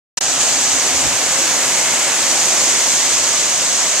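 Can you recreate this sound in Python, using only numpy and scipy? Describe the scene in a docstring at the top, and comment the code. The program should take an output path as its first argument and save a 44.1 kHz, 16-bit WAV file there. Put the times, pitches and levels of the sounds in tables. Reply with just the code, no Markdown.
"""After a short stutter comes the steady rush of water falling through a large cooling tower.
It is heard from just outside the louvres (the slats in its wall). Water pouring into the basin roars,
fine spray and drops hiss, and one brief splash stands out. Underneath, the fan rumbles and hums.
Wind brushes the microphone's two ports (its openings), and each port rings in the treble."""
import sys
import numpy as np
from scipy import signal
from scipy.fft import rfft, irfft
from scipy.io import wavfile
from scipy.ndimage import uniform_filter1d

SR = 44100
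rng = np.random.default_rng(int(sys.argv[2]) if len(sys.argv) > 2 else 0)


def generate_wav(signal):
    """Clip the signal to [-1, 1] and save it as 16-bit WAV at the path in sys.argv[1]."""
    frames = np.transpose(np.atleast_2d(signal))
    scaled = np.clip(frames, -1, 1) * 32767
    pcm = np.round(scaled).astype(np.int16)
    wavfile.write(sys.argv[1], SR, pcm)


N = 176400
TIME = np.arange(N) / SR
HZ = np.fft.rfftfreq(N, 1 / SR)
HOP = 128  # samples

# How the water's loudness changes as the microphone moves along the tower.
# Columns: time_s, roar_gain_db, spray_gain_db, roar_bass_boost_db
WATER_LEVELS = [(.22, -26, -19, -1), (.395, -25, -19.5, -0.5), (.415, -24, -16.5, -1), (.6, -25, -18.5, -1),
                (.85, -25, -18.5, 1.3), (1.15, -24.5, -20, 0.5), (1.4, -24, -19, 2), (1.85, -24, -19, 1),
                (2.12, -23, -20, -2.5), (2.35, -24, -17.5, 2.5), (2.7, -24, -17, 0.7),
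                (3.0, -25, -17, -0.1), (3.3, -25, -17.5, 1.5), (3.6, -26, -18.5, 0.4),
                (4.0, -24.5, -18, -1)]
# Tone colour of water falling into the basin. Columns: pitch_hz, relative_level_db
ROAR_COLOUR = [(120, -36), (250, -7.5), (350, -4), (450, -6), (550, 0.5), (780, -0.5), (1000, -1.45),
               (1450, -2.5), (2150, -0.9), (2800, -1), (4500, -8), (8000, -11.5), (14000, -33)]
# Tone colour of fine spray on the louvres. Columns: pitch_hz, relative_level_db
SPRAY_COLOUR = [(500, -19), (2000, -23), (3200, -4.5), (4500, -1.34), (7000, 0.5), (10000, -4.5),
                (14000, -6.5)]


def amp(db):
    """Turns decibels into a number to multiply by."""
    return 10 ** (np.asarray(db) / 20)


def unit(x):
    """Scales a signal to an average strength (rms) of one."""
    return x / np.sqrt(np.mean(x ** 2) + 1e-20)


def over_pitch(table):
    """Joins a table's rows into curves over pitch, one for each column after the first."""
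    hz, *columns = np.transpose(table)
    return np.squeeze([np.interp(np.log(HZ + 1), np.log(hz), column) for column in columns])


def over_time(table, times=TIME):
    """Joins a table's rows into curves over time, one for each column after the first."""
    time_s, *columns = np.transpose(table)
    return [np.interp(times, time_s, column) for column in columns]


def noise():
    """Two unrelated white noises."""
    return rng.standard_normal((2, N))


def wobble(rate_hz):
    """A random wavering, from 1 Hz up to about the given rate."""
    return unit(irfft(rfft(rng.standard_normal(N)) * (HZ > 1) / (1 + (HZ / rate_hz) ** 4), N))


def bumps(table):
    """A smooth rise and fall in loudness for each row."""
    return sum(amp(db) * np.exp(-2 * ((TIME - peak_s) / length_s) ** 2) for peak_s, length_s, db in table)


def at_ports(pair, colour_db):
    """Blends and colours two unrelated signals: a wide source reaches the two ports only partly alike."""
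    # How alike the ports sound. Columns: pitch_hz, likeness (0 to 1), right_lead_radians
    port_likeness = [(30, .5, 0), (70, .7, 0), (150, 0.98, 0), (410, 1, 0.098), (1000, 0.89, 0.015),
                     (2250, 0.84, 0.44), (3870, 0.5, 1.2), (6100, 0.55, 1.6), (7060, 0.17, 0.36),
                     (8700, .08, 0.1), (14000, .04, 1)]
    likeness, lead = over_pitch(port_likeness)
    likeness = np.clip(likeness, 0, 1)
    left, other = rfft(pair)
    right = (likeness * left + np.sqrt(1 - likeness ** 2) * other) * np.exp(1j * lead)
    return unit(irfft(np.array([left, right]) * amp(colour_db), N))


def churn(water, depth_db, patch_s, patch_hz):
    """Makes random patches of time and pitch louder or softer, as streams break up and rejoin."""
    framing = dict(nperseg=4 * HOP, noverlap=3 * HOP)
    hz, times, slices = signal.stft(water, SR, **framing)
    patches = rng.standard_normal((len(times), len(hz))).T
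    patches = uniform_filter1d(patches, max(1, round(patch_s * SR / HOP)), axis=1)
    patches = uniform_filter1d(patches, max(1, round(patch_hz / hz[1])), axis=0)
    _, churned = signal.istft(slices * amp(depth_db * unit(patches)), **framing)
    return unit(churned[:, :N])


def wind():
    """A light, lumpy breeze and a few puffs swirl over each port separately."""
    # Tone colour of the swirling air. Columns: pitch_hz, relative_level_db
    wind_colour = [(20, -16), (40, -13), (65, 4), (110, -3.5), (220, -5.5), (400, -17), (1000, -50)]
    # Puffs of wind on the microphone. Columns: peak_s, length_s, gain_db
    puffs = [(.735, 0.044, -43), (.95, 0.057, -42), (1.055, 0.056, -31), (1.13, 0.055, -47),
             (1.495, .03, -45)]
    swirls = unit(irfft(rfft(noise()) * amp(over_pitch(wind_colour)), N))
    breeze = amp(-61 + 3.1 * wobble(rate_hz=18))
    return (breeze + bumps(puffs)) * swirls * amp([[-4.5], [4.5]])  # stronger on the right


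def fan():
    """Air rumbles through the fan, while the fan and its casing hum a few unsteady tones."""
    # Tones of the fan and casing. Columns: pitch_hz, width_hz, gain_db
    tones = [(131.2, 5.6, -51.5), (175, 12, -52), (267.3, 10.5, -44.5), (733, 8.2, -46.5)]
    # The hum swells, then fades as the microphone nears the louvres. Columns: time_s, gain_db
    hum_levels = [(.2, -1), (.9, 3), (2.5, -4.5), (4, -1)]
    # Tone colour of air passing through the fan. Columns: pitch_hz, relative_level_db
    rumble_colour = [(20, -24), (40, -26), (60, -8), (85, -6.5), (110, -1.5), (200, 1), (290, -1),
                     (450, -9), (1000, -19)]
    # Loudness of the rumble. Columns: time_s, gain_db
    rumble_levels = [(.3, -40), (1.5, -39), (2.1, -37), (2.5, -39.5), (4, -41.5)]
    hum = 0
    for pitch_hz, width_hz, gain_db in tones:
        peak_db = -20 * np.log10(1 + ((HZ - pitch_hz) / width_hz) ** 2)
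        hum += amp(gain_db) * at_ports(noise(), peak_db)  # so narrow a band sounds like a wavering tone
    rumble_db = over_time(rumble_levels)[0] + 1.2 * wobble(rate_hz=11)
    rumble = at_ports(noise(), over_pitch(rumble_colour))
    return amp(over_time(hum_levels)[0]) * hum + amp(rumble_db) * rumble


def splash():
    """One louder splash: a very short burst of roar and spray together."""
    # When the splash lands. Columns: peak_s, length_s, level_db
    splashes = [(.413, 0.006, -18)]
    body = at_ports(noise(), over_pitch(ROAR_COLOUR))
    hiss = at_ports(noise(), over_pitch(SPRAY_COLOUR))
    return bumps(splashes) * unit(body + hiss)


def spray():
    """Countless far droplets blur into a hiss and nearer ones tick, all fluttering together."""
    # The highest treble changes as the microphone turns. Columns: time_s, boost_db
    treble_levels = [(.5, -1), (1.1, 3.3), (2.2, 2.5), (3.2, -0.5)]
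    drops_per_s, size_spread_db, treble_hz = 5900, 3, 8700
    colour_db = over_pitch(SPRAY_COLOUR)
    hiss = churn(at_ports(noise(), colour_db), depth_db=0.9, patch_s=0.051, patch_hz=1200)
    sizes = amp(size_spread_db * np.minimum(rng.exponential(1, (2, N)), 5))  # many small, few large
    signs = rng.choice([-1, 1], (2, N))
    landings = rng.random((2, N)) < drops_per_s / SR
    ticks = at_ports(sizes * signs * landings, colour_db)
    flutter = amp(0.23 * wobble(rate_hz=40))
    droplets = (amp(-2) * hiss + amp(-5.5) * ticks) * flutter
    body = irfft(rfft(droplets) / (1 + (HZ / treble_hz) ** 12), N)
    treble = droplets - body
    return body + amp(over_time(treble_levels)[0]) * treble


def basin_roar():
    """Falling water churns the basin; its bass and two narrow bands shift with the listener's place."""
    # A narrow band of the roar swells and sinks. Columns: time_s, pitch_hz, boost_db
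    swells = [(.4, 2170, -6), (.8, 2120, 3.5), (1.6, 2460, -3.5), (1.8, 2060, 5), (2.0, 2130, 2.5),
              (2.2, 2210, -3), (2.8, 2120, 3), (3.2, 2100, -0.5)]
    # A hollow-sounding band fades towards the louvres. Columns: time_s, boost_db
    hollow_levels = [(.5, 2.5), (1.3, -0.1), (2.6, 0), (3.0, -2.5), (3.7, -3.5)]
    swell_width_hz, hollow_hz, hollow_width_hz, bass_hz = 80, 780, 56, 900
    water = at_ports(noise(), over_pitch(ROAR_COLOUR))
    water = churn(water, depth_db=0.9, patch_s=0.041, patch_hz=291.4)
    framing = dict(nperseg=8 * HOP, noverlap=6 * HOP)
    hz, times, slices = signal.stft(water, SR, **framing)
    hz = hz[:, None]
    swell_hz, swell_boost_db = over_time(swells, times)
    hollow_boost_db, = over_time(hollow_levels, times)
    _, _, bass_boost_db = over_time(WATER_LEVELS, times)
    swell_db = swell_boost_db * np.exp(-0.5 * ((hz - swell_hz) / swell_width_hz) ** 2)
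    hollow_db = hollow_boost_db * np.exp(-0.5 * ((hz - hollow_hz) / hollow_width_hz) ** 2)
    bass_db = bass_boost_db / (1 + (hz / bass_hz) ** 4)
    _, roar = signal.istft(slices * amp(2.5 + swell_db + hollow_db + bass_db), **framing)
    return roar[:, :N]


def scene():
    """The falling water, with the fan and the wind beneath it."""
    roar_db, spray_db, _ = over_time(WATER_LEVELS)
    water = splash() + amp(roar_db) * basin_roar() + amp(spray_db) * spray()
    return water + fan() + wind()


def record(dry):
    """Each port rings in the treble, the sound cuts in with a stutter, and the very top is cut off."""
    # Tone colour of the left and right microphone ports. Columns: pitch_hz, boost_db
    left_port = [(50, -3.5), (130, -2), (300, -1), (4000, -1), (5500, .8), (6400, 3.3), (7200, 7),
                 (7900, 9.2), (8400, 5.2), (9100, 0), (10000, -3.5), (13000, -9)]
    right_port = [(50, 1), (130, 1.2), (300, 1), (4000, 1.3), (5500, 4), (6300, 9.8), (6750, 9.5),
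                  (7300, 3.7), (7900, -2.4), (8900, -6.2), (10000, -12), (12000, -19.8), (14000, -30)]
    start_s, dropout_s, fade_s, resume_s = 0.1726, 0.182, 0.009, 0.2088
    cutoff_hz = 14250
    ringing = irfft(rfft(dry) * amp([over_pitch(left_port), over_pitch(right_port)]), N)
    first_blip = (TIME >= start_s) * np.clip(1 - (TIME - dropout_s) / fade_s, 0, 1)
    stuttered = ringing * np.where(TIME < resume_s, first_blip, 1)
    low_pass = signal.firwin(511, cutoff_hz, window=("kaiser", 9), fs=SR)
    return signal.oaconvolve(stuttered, low_pass[None], "same")


dry = scene()
out = record(dry)
generate_wav(out)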